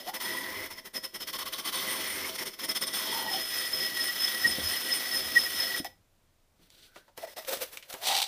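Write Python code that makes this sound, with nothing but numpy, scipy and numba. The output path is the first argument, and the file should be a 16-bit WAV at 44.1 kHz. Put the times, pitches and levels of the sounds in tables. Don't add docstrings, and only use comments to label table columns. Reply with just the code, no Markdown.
import sys
import numpy as np
from scipy import signal
from scipy.fft import rfft, irfft
from scipy.io import wavfile
from scipy.ndimage import uniform_filter1d
from numba import njit

SR = 44100
rng = np.random.default_rng(int(sys.argv[2]) if len(sys.argv) > 2 else 0)


def volts(x):
    e = np.asarray(x, float) / 20
    return 10 ** e


def unload_wav(signal):
    wavfile.write(
        sys.argv[1],
        SR,
        np.round(np.clip(np.atleast_2d(signal).T, -1, 1) * 32767).astype(np.int16),
    )


N = 364707
T = np.arange(N) / SR
FLAT_S, OFF_S, LIFT_S, PINCH_S, LAST_RUB_S = 3.2, 5.9, 7.1, 7.42, 8.04


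def curves(table):
    s, *columns = np.transpose(table)
    return [np.interp(T, s, c) for c in columns]


def around(s):
    span = slice(max(int(s * SR) - SR // 4, 0), int(s * SR) + SR // 4)
    return span, T[span] - s


def unit(x):
    return x / np.sqrt(np.mean(x ** 2))


def colour(x, points):
    hz, db = np.transpose(points)
    log_hz = np.log(np.arange(N // 2 + 1) * SR / N + 1)
    return irfft(rfft(x) * volts(np.interp(log_hz, np.log(hz), db)), N)


@njit
def svf(x, g, k):
    y, band, low = np.empty(len(x)), 0., 0.
    for i in range(len(x)):
        v = (band + g[i] * (x[i] - low)) / (1 + g[i] * (g[i] + k[i]))
        band = 2 * v - band
        low = low + 2 * g[i] * v
        y[i] = k[i] * v
    return y


def ring(x, hz, width_hz):
    hz = hz + np.zeros(N)
    return svf(x + 1e-18, np.tan(np.pi * hz / SR), width_hz / hz) / np.sqrt(np.pi * width_hz / SR)


def body(x, modes, rise=0, damping=1, patchy_db=0):
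    out = np.zeros(N)
    for k, (hz, width_hz, db) in enumerate(modes):
        gain = (-1) ** k * volts(db + patchy_db * walk(5))
        out += gain * ring(x, hz * (1 + rise), width_hz * damping)
    return out


def walk(rate_hz):
    hold = max(int(SR / rate_hz), 1)
    steps = np.repeat(rng.standard_normal(N // hold + 1), hold)
    return unit(uniform_filter1d(steps, hold)[:N])


def grains(scatter_db, flutter_db, rate_hz):
    size = np.minimum(rng.exponential(size=N), 5)
    clump = np.clip(walk(rate_hz), -2, 2)
    return unit(rng.standard_normal(N) * volts(scatter_db * size + flutter_db * clump))


def rubbing():
    # (time [s], grit hiss level [dB])
    pressure = [(0, -48), (.12, -39.5), (.27, -39), (.5, -45), (.85, -48.5), (.97, -39.5), (1.2, -41.5),
                (1.55, -38), (1.7, -36), (2.2, -40.5), (2.55, -39.5), (2.8, -34.5), (3.1, -38),
                (3.5, -38.5), (4.4, -37), (5.79, -37), (5.87, -50), (5.91, -111)]
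    # (time [s], grit hiss level [dB])
    handling = [(6.198, -95), (6.55, -99), (6.63, -75.5), (6.88, -70), (6.97, -67.5), (7.03, -82.5),
                (7.16, -84), (7.18, -40.5), (7.25, -52.5), (7.348, -57.5), (7.388, -37), (7.64, -32.5),
                (7.7, -41), (7.79, -58), (7.85, -45.5), (8.02, -43.5), (8.11, -39), (8.27, -57.5)]
    # (time [s], pitch rise [%])
    grip = [(0, 1.2), (.45, 1.6), (.62, 5), (1.0, 1.5), (1.5, 4), (2.0, 4.5), (2.35, 9), (2.7, 4),
            (3.05, 1.6), (3.5, .5), (5.7, .3), (5.9, .9), (6.5, 2), (7.2, 2.2), (7.95, 2.5), (8.06, 1.2)]
    swing_db, low_db, high_db, sheet_db, board_db = shares()
    hiss_db = curves(pressure + handling)[0] + swing_db
    force = friction(hiss_db)
    rise_pct, = curves(grip)
    bite_pct = np.minimum(rise_pct, 4.5)
    damping = 0.62 + 0.52 * rise_pct
    out = grit_hiss(force, hiss_db) + sheet_scrape(force, sheet_db, bite_pct)
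    out += wall_rings(force, low_db, high_db, rise_pct, damping) + jar_air(force, damping)
    return out + board_rumble(force, hiss_db, board_db, bite_pct)


def friction(hiss_db):
    # (time of new bite [s], lull length [s], depth [dB])
    halts = [(0.067, 0.042, 9.5), (0.134, 0.028, 25), (0.199, 0.024, 18), (0.701, 0.025, 12.5),
             (0.774, 0.035, 11.5), (0.847, 0.044, 18), (0.934, 0.047, 37), (1.031, 0.045, 24),
             (1.138, 0.068, 25), (1.2, 0.028, 19), (1.27, 0.028, 21), (1.328, 0.018, 23),
             (1.385, 0.014, 13), (1.455, 0.02, 23), (1.522, 0.032, 16), (1.582, 0.033, 10),
             (1.647, 0.036, 16.5), (1.723, 0.021, 16), (2.345, 0.038, 7), (2.381, 0.014, 12.5),
             (2.455, 0.017, 18), (2.536, 0.046, 17), (2.589, 0.043, 22), (2.632, 0.034, 6.5),
             (2.684, 0.024, 16), (2.748, 0.023, 20), (2.81, 0.027, 22), (2.868, 0.022, 15),
             (2.931, 0.041, 10), (3.321, 0.086, 3)]
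    # (time of new contact [s], lull length [s], depth [dB])
    slips = [(5.844, 0.036, 23.5), (6.698, 0.02, 12), (6.947, 0.064, 10), (7.221, 0.043, 10),
             (7.269, 0.012, 14.5), (7.361, 0.019, 25), (7.476, 0.08, 21), (7.523, 0.028, 7.5),
             (7.612, 0.057, 17), (7.722, 0.082, 20.5), (7.824, 0.016, 8.5), (7.892, 0.081, 21),
             (7.924, 0.013, 11), (8.018, 0.077, 12)]
    # (time [s], peak level [dB])
    catches = [(8.0694, -19.5), (8.0844, -22), (8.1085, -29), (8.124, -21), (8.15, -16.5), (8.165, -12),
               (8.1756, -16), (8.186, -13), (8.1954, -24), (8.201, -10.5), (8.2172, -4.5), (8.225, -4.5),
               (8.2385, -6.5)]
    halt_db, jolt = np.zeros(N), np.ones(N)
    for s, length_s, depth_db in halts + slips:
        span, t = around(s)
        coast = 1 + np.tanh((t + length_s) / (0.21 * length_s))
        rebite = 1 - np.tanh(t / (0.0013 + 0.11 * length_s))
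        halt_db[span] += depth_db * coast * rebite / 4
    for s, db in catches:
        span, t = around(s)
        ease_s = np.where(t > .001, .004, .0007)
        jolt[span] += volts(db + 19.0) * np.exp(-np.abs(t - .001) / ease_s)
    return volts(hiss_db - halt_db) * jolt


def shares():
    # (mean level [dB], swing per roll [dB], time of strongest [s])
    tilted = [
        (0, -0.5, 0),
        (3.5, 5, 0.63),
        (0.6, 4, 1.02),
        (-1.5, 3, 1.525),
        (-5, 1, 0.92),
    ]
    # (mean level [dB], swing per turn [dB], lag [turns])
    flat = [
        (-0.5, 1.2, 0.014),
        (-1.5, 1, -0.041),
        (1, 3, -0.036),
        (1, 0.5, 0.056),
        (-11, 0.5, 0.04),
    ]
    # (sliding [dB], meeting the free rim [dB], pinched on [dB], last long rub [dB])
    in_hand = [
        (4, 0.5, 2.5, 2.5),
        (-8, -3.5, -18, -8),
        (-17.5, -4.5, -28, -15),
        (3.5, -5, -8.5, 10),
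        (-3, -15.5, -33, -40),
    ]
    roll_s, turn_s, turn_at_s, seal_s = 1.58, .226, 4.48, 3.42

    def after(s, ease_s):
        return (1 + np.tanh((T - s) / ease_s)) / 2

    off, last_rub = after(OFF_S, 0.014), after(LAST_RUB_S, .02)
    settled = [after(FLAT_S, 0.099)] * 4 + [after(seal_s, .04)]
    out = []
    for tilt_row, flat_row, hand_row, flatness in zip(tilted, flat, in_hand, settled):
        db, swing_db, s = tilt_row
        flat_db, turn_db, lag = flat_row
        slide_db, meet_db, pinch_db, last_db = hand_row
        rolling = db + swing_db * np.cos(2 * np.pi * (T - s) / roll_s)
        circling = flat_db + turn_db * np.cos(2 * np.pi * ((T - turn_at_s) / turn_s - lag))
        on_board = rolling + flatness * (circling - rolling)
        pinched = pinch_db + last_rub * (last_db - pinch_db)
        held = np.select([T < LIFT_S, T < PINCH_S], [slide_db, meet_db], pinched)
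        out.append((1 - off) * on_board + off * held)
    return out


def grit_hiss(force, hiss_db):
    # (frequency [Hz], level per Hz [dB])
    grit = [(120, -42), (300, -11), (620, -5), (1300, 3), (2500, 2), (4700, -1), (6200, -0.5), (6700, -6.5),
            (8400, -8), (8800, -7.5), (10000, 0), (13000, 1), (15000, 1.5), (16500, 0.5)]
    # (frequency [Hz], width [Hz], level [dB])
    shimmer_modes = [(8780, 360, -0.5), (9460, 320, 1)]
    hiss = 1.26 * force * unit(colour(grains(1.7, 1.71, 120), grit))
    flare = volts(-9 + 0.37 * (hiss_db + 39.5))
    return hiss + body(force * (T < OFF_S) * flare * grains(1.5, 4.1, 35), shimmer_modes)


def sheet_scrape(force, sheet_db, bite_pct):
    # (frequency [Hz], width [Hz], level [dB])
    backed_modes = [(2255, 780, -16.5), (3026, 170, -4), (3374, 290, 0), (3890, 120, -9), (4360, 140, -6.5),
                    (6020, 220, -12.5)]
    # (frequency [Hz], width [Hz], level [dB])
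    loose_modes = [(2360, 700, -4.5), (3460, 1000, 4.5), (4500, 1200, 3.5), (5940, 400, -4.5),
                   (8350, 2400, -3)]
    swell_db = 6 * np.exp(-((T - 6.81) / 0.069) ** 2)
    sheet_db = sheet_db + 0.95 * bite_pct + swell_db
    scrape = force * volts(sheet_db - 6.5) * grains(1.5, 2.2, 90)
    backed = body(scrape * (T < OFF_S), backed_modes, 0.013 * walk(6), patchy_db=1.1)
    loose = body(scrape * (T >= OFF_S), loose_modes)
    lifted = ring(force * (T >= LIFT_S) * volts(-10.0) * grains(1.5, 1.5, 100), 8400.0, 1800.)
    return backed + loose + lifted


def wall_rings(force, low_db, high_db, rise_pct, damping):
    # (frequency [Hz], width [Hz], level [dB])
    low_modes = [(1922.4, 42, 0), (2075, 380, -21)]
    # (frequency [Hz], width [Hz], level [dB])
    high_modes = [(5122, 33, 0), (5248, 160, -1), (11230, 95, -13.5)]
    low_push = force * volts(low_db - 1.5 - 1.18 * rise_pct) * grains(1.9, 2.97, 22)
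    high_push = force * volts(high_db - 2.5) * grains(1.5, 0.88, 60)
    low = body(low_push, low_modes, rise_pct / 100, damping)
    return low + body(high_push, high_modes, 0.24 * rise_pct / 100, np.where(T > 8, 5, damping))


def jar_air(force, damping):
    # (time [s], frequency [Hz], level re hiss [dB])
    cavity = [(.055, 610, -2.5), (.07, 705, 4), (.11, 860, 3), (.17, 973, -6), (.6, 1014, -2.5),
              (1.2, 1010, -12), (1.4, 1114, -4), (2.4, 1000, -10.5), (2.9, 1114, -13), (3.05, 985, -7),
              (3.25, 870, 2), (3.35, 764, -3), (3.4, 740, -24), (5.8, 700, -17.5), (5.85, 723, 9.5),
              (5.9, 796, -12)]
    # (time [s], frequency [Hz], level re hiss [dB])
    slide_air = [(6.7, 1470, -15), (6.8, 1460, -5), (7.04, 1530, 7), (7.1, 1490, -12)]
    # (time [s], frequency [Hz], level re hiss [dB])
    covered_air = [(7.18, 683, -10), (7.24, 630, 9), (7.32, 560, -2), (7.39, 700, 4), (7.48, 550, -2.5),
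                   (7.7, 496, -8.5), (7.99, 640, -2.5), (8.12, 800, 4), (8.27, 800, -1.5)]
    air_hz, air_db = curves(cavity + slide_air + covered_air)
    return ring(force * volts(air_db) * grains(2.7, 2.1, 50), air_hz, 20 + 38 * damping)


def board_rumble(force, hiss_db, board_db, bite_pct):
    # (frequency [Hz], width [Hz], level [dB])
    plank = [(145, 49, -14), (233, 46, -7), (363, 68, -3.5), (525, 24, -7.5), (640, 20, -8.5)]
    push = uniform_filter1d(force, size=1500)
    give_db = .4 * (hiss_db + 38.5) * (T < OFF_S)
    gain = volts(board_db - 0.53 * bite_pct - give_db)
    return body(push * gain * grains(2.8, 1.7, 25), plank, patchy_db=0.5)


def squeals():
    # (time [s], rms level [dB], length [s])
    low_squeals = [(3.234, -42, 0.045), (3.29, -35.5, .035), (3.867, -36, .042), (3.998, -34.5, 0.032),
                   (4.098, -31, 0.031), (4.333, -34.5, .028), (4.456, -19, 0.025), (4.501, -31.5, 0.01),
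                   (5.144, -31.5, 0.03), (5.372, -15, .023), (5.466, -32.5, 0.022), (5.749, -33, 0.02)]
    # (time [s], rms level [dB], length [s])
    high_squeals = [(2.7, -30.5, 0.019), (3.334, -30.5, 0.01), (3.356, -32, .011), (3.59, -34.5, .015),
                    (3.738, -33, 0.021), (3.753, -34, .009), (3.859, -33.5, 0.029), (4.013, -29, 0.021),
                    (4.032, -36, .008), (4.096, -34, 0.021), (4.214, -31.5, .018), (4.244, -26.5, 0.02),
                    (4.48, -27, 0.019), (4.673, -37, .013), (4.699, -39, 0.0038), (4.93, -25.5, 0.027),
                    (4.956, -35, .007), (5.168, -38, .057), (5.207, -38, .008), (5.343, -39, .008),
                    (5.4, -31, 0.014), (5.606, -30, .023)]
    spread = 0.0033
    out = np.zeros(N)
    drift = 2 * np.pi * np.cumsum(12 * walk(60)) / SR
    for mode_hz, table in ((1914, low_squeals), (5182, high_squeals)):
        for s, db, length_s in table:
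            turn, off = rng.random(2)
            span, t = around(s)
            hz = mode_hz * (1 + spread * (2 * off - 1))
            swell = 1.64 * volts(db) * np.exp(-(t / (0.48 * length_s)) ** 2)
            out[span] += swell * np.sin(2 * np.pi * (hz * t + turn) + drift[span])
    return out


def taps():
    # (time [s], peak level [dB], frequency [Hz], t60 [s], snap level [dB])
    knocks = [(4.451, -30, 231, 0.18, -20), (4.584, -26, 222, 0.089, -20), (4.741, -41, 300, 0.089, -3),
              (5.141, -38, 252, 0.19, -8), (6.703, -46, 4500, 0.013, -6), (6.959, -41.5, 1200, 0.11, -23),
              (6.963, -37, 497, 0.073, -25), (7.08, -49, 596, .1, -24), (7.177, -35.5, 505, 0.098, 1),
              (7.449, -37, 3000, 0.022, -8), (7.571, -34.5, 3000, 0.053, 3), (7.772, -30, 2500, 0.037, -3),
              (7.826, -40.5, 2620, 0.1, -12), (7.9, -38, 4400, .04, -16), (7.928, -32, 3000, .04, -10),
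              (7.94, -30.5, 646, 0.089, 1.5), (5.846, -37.5, 1900, 0.049, 6), (6.591, -55.5, 160, .4, -26)]
    out = np.zeros(N)
    t = np.arange(SR // 5) / SR
    for s, db, hz, t60_s, snap_db in knocks:
        puff = rng.standard_normal(len(t))
        knock = unit(signal.lfilter(*signal.iirpeak(hz, 1.6, fs=SR), puff)) * volts(-60 * t / t60_s) / 2
        snap = volts(snap_db) * puff * np.exp(-t / 0.0013)
        i = int(s * SR)
        out[i:i + len(t)] += volts(db) * (knock + snap)
    return out


def pops():
    # (time [s], start [Hz], end [Hz], peak level [dB], length [s])
    seals = [
        (0.063, 610, 807, -37, 0.035),
        (5.801, 170, 354, -29, 0.0056),
        (5.848, 640, 865, -35.5, 0.0081),
        (7.477, 490, 570, -35, 0.025),
    ]
    out = np.zeros(N)
    for s, hz, end_hz, db, length_s in seals:
        span, t = around(s)
        u = np.clip(t / length_s, 0, 4)
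        pitch_hz = end_hz + (hz - end_hz) * np.exp(-1.5 * u)
        swell = 2 * np.sqrt(u) * np.exp(-u ** 2)
        out[span] += volts(db) * swell * np.sin(2 * np.pi * np.cumsum(pitch_hz) / SR)
    return out


def bench_hum():
    # (time [s], level [dB], length [s])
    leans = [
        (.55, -61, 0.13),
        (1.35, -71, 0.14),
        (2.2, -64, 0.13),
        (3.85, -67.5, 0.6),
        (4.6, -51.5, 0.11),
        (5.4, -57, 0.22),
        (5.9, -65, 0.13),
    ]
    lean = np.full(N, volts(-76.5))
    for s, db, length_s in leans:
        lean += volts(db) * np.exp(-((T - s) / length_s) ** 2)
    return ring(lean * grains(1.5, 3.0, 13), 79, 10)


def room_echo(near):
    t60_s, echo_db = 0.23, -11
    t = np.arange(SR // 2) / SR
    tail = rng.standard_normal(len(t)) * volts(-60 * t / t60_s) * (t > .004)
    return volts(echo_db) * signal.fftconvolve(near, tail / np.sqrt(np.sum(tail ** 2)))[:N]


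def room_hush():
    # (frequency [Hz], level per Hz [dB])
    room = [(12, -20.5), (20, 5.5), (53, -13), (81, -16.5), (104, -10.5), (410, -18.5), (607, -17.5),
            (1290, -24), (14700, -33), (16000, -35)]
    return volts(-69 + 1.0 * walk(2.3)) * unit(colour(rng.standard_normal(N), room))


def scene():
    near = rubbing() + taps() + pops() + bench_hum()
    return (near + squeals() + room_echo(near) + room_hush())[None]


def roll_off(x):
    return signal.sosfilt(signal.butter(12, 16790, fs=SR, output="sos"), x)


def record(dry):
    top_hz = 15480
    low_pass = signal.ellip(12, .3, 75, top_hz, fs=SR, output="sos")
    mix = signal.sosfilt(low_pass, dry)
    return roll_off(mix)


dry = scene()
out = record(dry)
unload_wav(out)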